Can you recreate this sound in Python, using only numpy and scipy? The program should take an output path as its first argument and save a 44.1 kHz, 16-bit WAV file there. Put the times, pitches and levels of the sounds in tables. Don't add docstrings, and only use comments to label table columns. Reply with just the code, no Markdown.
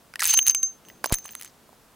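import sys
import numpy as np
from scipy import signal
from scipy.fft import rfft, irfft, next_fast_len
from scipy.io import wavfile
from scipy.ndimage import map_coordinates

SR = 44100
rng = np.random.default_rng(int(sys.argv[2]) if len(sys.argv) > 2 else 0)


def transcribe(signal):
    frames = np.atleast_2d(signal).T
    limited = np.clip(frames, -1, 1)
    pcm = np.round(limited * 32767).astype(np.int16)
    wavfile.write(sys.argv[1], SR, pcm)


def gain_from_db(level_db):
    decades = np.asarray(level_db, float) / 20
    return 10 ** decades


N = 85995


def filtered(x, response):
    size = next_fast_len(N + SR)
    return irfft(rfft(x, size) * response(np.fft.rfftfreq(size, 1 / SR)), size)[..., :N]


def thin(x, hz):
    return filtered(x, lambda f: (1j * f / (hz + 1j * f)) ** 4)


def pings(s, db, hz, t60):
    t = np.arange(SR // 32) / SR
    decay = gain_from_db(db[:, None] - 60 * t / t60[:, None])
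    wave = decay * np.sin(2 * np.pi * hz[:, None] * t)
    at = np.round(s * SR).astype(int)[:, None] + np.arange(len(t))
    return np.bincount(at.ravel(), wave.ravel(), N + SR)[:N]


# (frequency [Hz], density [dB per Hz])
AIR_SPECTRUM = [(15, -14.5), (25, -7), (217, -0.5), (335, -4.5), (1100, -7.5), (2220, -14.5),
                (11900, -19.5), (16000, -20.5)]


def air():
    hz, db = np.transpose(AIR_SPECTRUM)
    hiss = rng.standard_normal((2, N))
    middle, side = filtered(hiss, lambda f: gain_from_db(np.interp(np.log(f + 1), np.log(hz), db)))
    level_db = -57
    return gain_from_db(level_db) * np.array([middle + 0.33 * side, middle - 0.37 * side]) / np.std(middle)


# (time [s], level [dB])
RUMBLE_SWELL = [
    (0.0, -101),
    (0.912, -56),
    (1.95, -81.5),
]


def rumble():
    s, db = np.transpose(RUMBLE_SWELL)
    noise = filtered(rng.standard_normal(N), lambda f: f / 300 / (1 + (f / 300) ** 3))
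    return gain_from_db(np.interp(np.arange(N) / SR, s, db) - 1.5) * noise / np.std(noise)


WALL_MODES_DB = [-6.5, -10.5, -9.5, -12, -14, -23.5]


def contacts(s, knock_db, hollow_db, crack_db, tick_db, knock_hz, lead_hz, knock_t60):
    u, one = rng.random((len(s), 21)), np.ones(len(s))
    short_t60 = .0033 * one
    out = pings(s, knock_db, knock_hz, knock_t60 * one)
    out += pings(s, knock_db - 1, knock_hz * (1.35 + .2 * u[:, 20]), 9 / knock_hz)
    out += pings(s, hollow_db, 3037 * (.96 + .05 * u[:, 0]), 0.0065 * one)
    out += pings(s, crack_db, 3600 + 1700 * u[:, 1], short_t60)
    out += pings(s, tick_db - 4, lead_hz, 0.0067 * one)
    out += pings(s, tick_db + 3.5, lead_hz, 0.00043 * one)
    for k, db in enumerate(WALL_MODES_DB):
        late = s + .0003 * u[:, 2 + k]
        hz = 6000 + 1800 * (k + u[:, 14 + k])
        out += pings(late, tick_db + db + 6 * u[:, 8 + k], hz, short_t60)
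    return out


# (time [s], knock level [dB], bright level [dB], knock frequency [Hz])
STEEL_KNOCKS = [(0.1386, -21.5, -44, 1510), (0.1576, -13.5, -32, 1860), (0.1949, -15.5, -24.5, 2200),
                (0.2084, -52, -62, 1630), (0.22, -9, -18, 1750), (0.2248, -2.5, -28, 1376),
                (0.3405, -9.5, -60, 950), (0.5476, -14, -62, 2346), (0.4592, -27, -65, 1930),
                (0.9003, -27.5, -69, 1980), (1.0405, -36, -41, 890), (1.0429, -14, -18, 1123),
                (1.0429, -10.5, -47, 1582), (1.0427, -23.5, -50, 570), (1.0594, -15.5, -18.5, 683),
                (1.1057, -22.5, -62, 660), (1.1146, -18.5, -60, 670), (1.2546, -27, -40.5, 1144),
                (1.6918, -35.5, -56, 653), (1.7293, -35.5, -58.5, 510)]


def steel(rows, rod_db):
    s, knock_db, bright_db, knock_hz = np.transpose(rows)
    lead_hz = 8000 + 2500 * rng.random(len(s))
    out = contacts(s, knock_db - 6, bright_db - 15, bright_db + 1, bright_db + 4,
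                   knock_hz, lead_hz, knock_t60=0.015)
    one = np.ones(len(s))
    return out + pings(s, knock_db + rod_db, 4950 * one, 0.0036 * one)


# (time [s], level [dB])
SCRAPE_LEVEL = [(.19, -50), (.2, -33.5), (.24, -34), (.345, -34), (.36, -44), (.395, -36), (.41, -93.5),
                (.47, -48), (.53, -90)]
# (time [s], level [dB])
JOSTLE_LEVEL = [(1.04, -42), (1.06, -55.5), (1.11, -63.5), (1.13, -30), (1.17, -69), (1.255, -65.5),
                (1.3, -63), (1.325, -63), (1.36, -72), (1.41, -64), (1.5, -64)]


def scraping(curve, count):
    s, level = np.transpose(curve)
    u = rng.random((count, 3))
    clump = np.repeat(rng.random((count // 10, 3)), 10, axis=0)
    at = s[0] + (s[-1] - s[0]) * clump[:, 0] + .006 * u[:, 0]
    hz = 1100 * 14 ** (.7 * clump[:, 1] + .3 * u[:, 1]) ** .7
    db = np.interp(at, s, level) + 10 * u[:, 2] ** 4 + 10 * clump[:, 2] ** 2
    return pings(at, db, hz, 16 / hz)


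# (time [s], pitch [Hz], level [dB])
SPRING_GLIDE = [
    (.194, 2150, -50),
    (.198, 2080, -31),
    (.214, 1620, -31),
    (.223, 1450, -38),
    (.228, 1340, -24),
    (.238, 1450, -29),
    (.243, 1500, -55),
]


def spring():
    s, hz, db = np.transpose(SPRING_GLIDE)
    t = np.arange(N) / SR
    shake_db = 5 * map_coordinates(rng.standard_normal(SR), [t * 400])
    phase = 2 * np.pi * np.cumsum(np.interp(t, s, hz)) / SR
    return gain_from_db(np.interp(t, s, db, -120, -120) + shake_db) * np.sin(phase)


# (time [s], tick level [dB], hollow level [dB], crack level [dB], leading wall mode [Hz])
EJECTED_CASES = [(.2321, -14, -46, -49, 9840), (.236, -11, -41, -26.5, 9710),
                 (.2427, -9, -20.5, -18, 14000), (.2493, -22, -50, -44, 7680), (.255, -6, -47, -27, 8380),
                 (.2657, -14, -34, -37, 10400), (.2741, -7.5, -31, -51, 11700),
                 (.2796, -13.5, -31, -32, 10300), (.2937, -17.5, -24, -32, 8350),
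                 (.2973, -10.5, -23.5, -31.5, 8350), (.3093, -13, -31.5, -31.5, 8210),
                 (.316, -20, -28.5, -38.5, 8680), (.3224, -26, -25, -32, 9340),
                 (.3312, -16, -21.5, -24, 8400), (.3385, -6.5, -18.5, -15, 10460),
                 (.3417, -6, -17.5, -25.5, 10400), (.3449, -33, -17.5, -26.5, 9000),
                 (.3748, -9.5, -23, -29, 8580), (.3785, -22.5, -50, -50.5, 9000),
                 (.3875, -25, -25, -39.5, 8800), (.3905, -5.5, -3.5, -70, 9490),
                 (.4288, -21.5, -42, -40.5, 9580), (.4668, -9, -35, -21.5, 8930),
                 (.4747, -13.5, -20.5, -23, 10700), (.4825, -2, -30, -25, 9220),
                 (.4962, -15.5, -27, -15, 9200), (.5044, -28, -26.5, -21, 12600),
                 (.5112, -18.5, -33.5, -33.5, 8610), (.5187, -34.5, -37.5, -33, 10500),
                 (.5484, -8.5, -18, -28, 8230), (.6033, -39, -65.5, -70, 10100),
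                 (.6299, -18, -41.5, -30.5, 9600)]
# (time [s], tick level [dB], hollow level [dB], crack level [dB], leading wall mode [Hz])
PALM_CASES = [(.8511, -49, -46.5, -57, 7440), (.886, -37, -40, -51, 9030), (1.0735, -49, -47, -41, 8700),
              (1.0969, -30.5, -39, -38, 9000), (1.1242, -8.5, -33, -28.5, 10340),
              (1.1274, -8.5, -47, -48, 10880), (1.1321, -35, -35, -44, 10120),
              (1.1412, -8.5, -46, -27, 8220), (1.1452, -12.5, -32, -36, 10750),
              (1.157, -31, -57, -44, 10000), (1.1855, -23, -53, -43, 10480), (1.244, -35, -63, -54, 9100),
              (1.249, -49, -64, -68, 10100), (1.2583, -26.5, -37.5, -57, 9200),
              (1.2802, -34, -56, -46, 9800), (1.2915, -44, -36, -40, 7600), (1.309, -32.5, -61, -66, 9700),
              (1.323, -38, -64, -61, 8300), (1.334, -43, -56, -47, 10400), (1.352, -18.5, -44, -31.5, 9700),
              (1.374, -45, -62, -63, 10600), (1.397, -36, -43, -52, 9430), (1.4017, -41, -53, -52, 10400),
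              (1.4124, -24, -53, -39.5, 10600), (1.4237, -25, -58, -40, 10000),
              (1.4321, -27, -61, -51, 8800), (1.4474, -25.5, -61, -41, 10050),
              (1.456, -34.5, -57, -50, 10300), (1.4611, -44, -46, -46, 7470),
              (1.477, -39, -68, -53.5, 8300)]


def cases(rows, knock_db):
    s, tick_db, hollow_db, crack_db, lead_hz = np.transpose(rows)
    knock_hz = 1250 * (1 + .8 * rng.random(len(s)))
    return contacts(s, crack_db + knock_db, hollow_db + 4, crack_db + 6.5, tick_db,
                    knock_hz, lead_hz, knock_t60=0.0075)


MOUTH_HZ, UPPER_HZ = 6290, 15130


def ringing(rows, end_s, hz, edge_s, jump):
    s, start_db, end_db, upper_db = rows
    t, out = np.arange(N) / SR, np.zeros(N)
    ends, u = np.append(s[1:], end_s), rng.random((len(s), 4))
    for k in range(len(s)):
        span = slice(int(s[k] * SR), int((ends[k] + edge_s - edge_s * jump) * SR))
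        a = t[span] - s[k]
        gate = np.clip(a / edge_s, 0, 1) * np.clip((a[-1] - a) / edge_s, 0, 1)
        db = start_db[k] + (end_db[k] - start_db[k]) * a / (ends[k] - s[k])
        phase = 2 * np.pi * (MOUTH_HZ * s[k] + hz[k] * a + jump * u[k, 0])
        mouth = gain_from_db(db) * np.sin(phase) + gain_from_db(db - 42.5) * np.sin(2 * phase)
        up = 2 * np.pi * UPPER_HZ * (1 + 0.0079 * (u[k, 1] - .5)) * a
        beat = 2 * np.pi * ((60 + 90 * u[k, 2]) * a + u[k, 3])
        pair = np.sin(up) + .55 * np.sin(up + beat)
        out[span] += gate * (mouth + gain_from_db(upper_db[k] - 320 * a) * pair)
    return out


# (time [s], start level [dB], end level [dB], frequency [Hz], upper mode level [dB])
RINGS_OUT = [(0.2553, -20, -22, 6308, -35), (0.266, -27, -32, 6305, -36), (0.2744, -25, -32, 6330, -25),
             (0.283, -24, -15, 6298, -30), (0.2995, -12, -15, 6310, -29), (0.311, -12, -24, 6303, -38),
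             (0.3227, -24, -18, 6317, -36), (0.3317, -15, -15, 6266, -30), (0.345, -15, -15, 6265, -40),
             (0.3727, -9, -14, 6293, -27), (0.3908, -20, -27, 6320, -36), (0.412, -18, -18, 6316, -37),
             (0.4295, -30, -23, 6321, -36), (0.4671, -22, -24, 6300, -24), (0.475, -8, -13, 6323, -32),
             (0.4835, -19, -19, 6295, -46), (0.4962, 0, -9, 6325, -38), (0.5, -14, -22, 6312, -36),
             (0.5047, -14, -21, 6290, -35), (0.5115, -22, -34, 6300, -42), (0.5487, -17, -35, 6291, -45),
             (0.6302, -12, -63, 6292, -51)]
# (time [s], start level [dB], end level [dB], upper mode level [dB])
RINGS_HAND = [(0.85, -52.5, -57.5, -67), (0.8863, -44, -58, -46), (0.9, -55.5, -72, -56),
              (1.043, -33, -50, -42), (1.057, -21, -40, -30), (1.07, -33, -44, -60),
              (1.087, -38.5, -46, -48), (1.1246, -43, -28, -33), (1.1407, -21, -27, -42),
              (1.151, -18, -39, -32), (1.1655, -29.5, -37, -41), (1.186, -32.5, -45.5, -46),
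              (1.215, -52, -41, -56), (1.233, -49, -35.5, -67), (1.258, -38.5, -45.5, -47),
              (1.285, -53, -49, -57), (1.31, -49, -48, -38), (1.332, -50, -50, -54),
              (1.359, -44, -46.5, -54), (1.397, -46, -65, -46), (1.439, -52, -43, -52),
              (1.457, -46, -56, -57.5)]


def brass():
    out, hand = np.transpose(RINGS_OUT), np.transpose(RINGS_HAND)
    hand_hz = MOUTH_HZ + 22 * rng.standard_normal(len(RINGS_HAND))
    rings = ringing(np.delete(out, 3, 0), end_s=.785, hz=out[3], edge_s=.0016, jump=.3)
    rings += ringing(hand, end_s=1.49, hz=hand_hz, edge_s=.004, jump=1)
    waver_db = map_coordinates(rng.standard_normal(SR), [np.arange(N) * 120 / SR])
    return rings * gain_from_db(waver_db)


# (time [s], level [dB])
AIR_PUFFS = [
    (0.275, -44.5),
    (0.39, -48),
    (0.485, -40.5),
]


def puffs():
    t, out = np.arange(N) / SR, np.zeros(N)
    for s, db in AIR_PUFFS:
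        out += gain_from_db(db) * np.exp(-((t - s) / 0.0062) ** 2) * np.sin(2 * np.pi * 60 * (t - s))
    return out


def thump():
    start_s, level_db, fall_s = 1.1243, -4, 0.0026
    u = np.clip(np.arange(N) / SR - start_s, 0, None) / fall_s
    return gain_from_db(level_db) * (1 - np.exp(-u * 9)) * (np.exp(-u) - 0.25 * np.exp(-u / 3.5))


def scattered(x):
    t = np.arange(SR // 32) / SR
    scatter = rng.standard_normal((2, len(t))) * gain_from_db(-60 * t / 0.03)
    return signal.fftconvolve(x[None], scatter / np.linalg.norm(scatter[0]), axes=1)[:, :N]


def scene():
    rod, hand = STEEL_KNOCKS[:10], STEEL_KNOCKS[10:]
    rings = brass()
    brass_contacts = cases(EJECTED_CASES, knock_db=-13) + cases(PALM_CASES, knock_db=7)
    brass_contacts += scraping(SCRAPE_LEVEL, count=1500) + scraping(JOSTLE_LEVEL, count=3000)
    near = thin(brass_contacts, hz=900) + thin(steel(rod, rod_db=-12) + spring(), hz=800)
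    low = thin(steel(hand, rod_db=-35), hz=200)
    side = np.array([[-1], [1]])  # left, right; pans below in dB
    direct = (near + rings) * gain_from_db(.4 * side) + low * gain_from_db(2.5 * side)
    pressure = (puffs() + thump()) * gain_from_db(.66 * side)
    wet = gain_from_db(-14) * scattered(near + low + .5 * rings)
    return direct + pressure + wet + air() + rumble()


def roll_off(x):
    return signal.sosfilt(signal.butter(12, 17140, fs=SR, output="sos"), x)


def record(dry):
    overloaded = dry / (1 + dry ** 4) ** 0.45
    top_hz = 16150
    mix = filtered(overloaded, lambda f: 1 / (1 + (f / top_hz) ** 60))
    return roll_off(mix)


dry = scene()
out = record(dry)
transcribe(out)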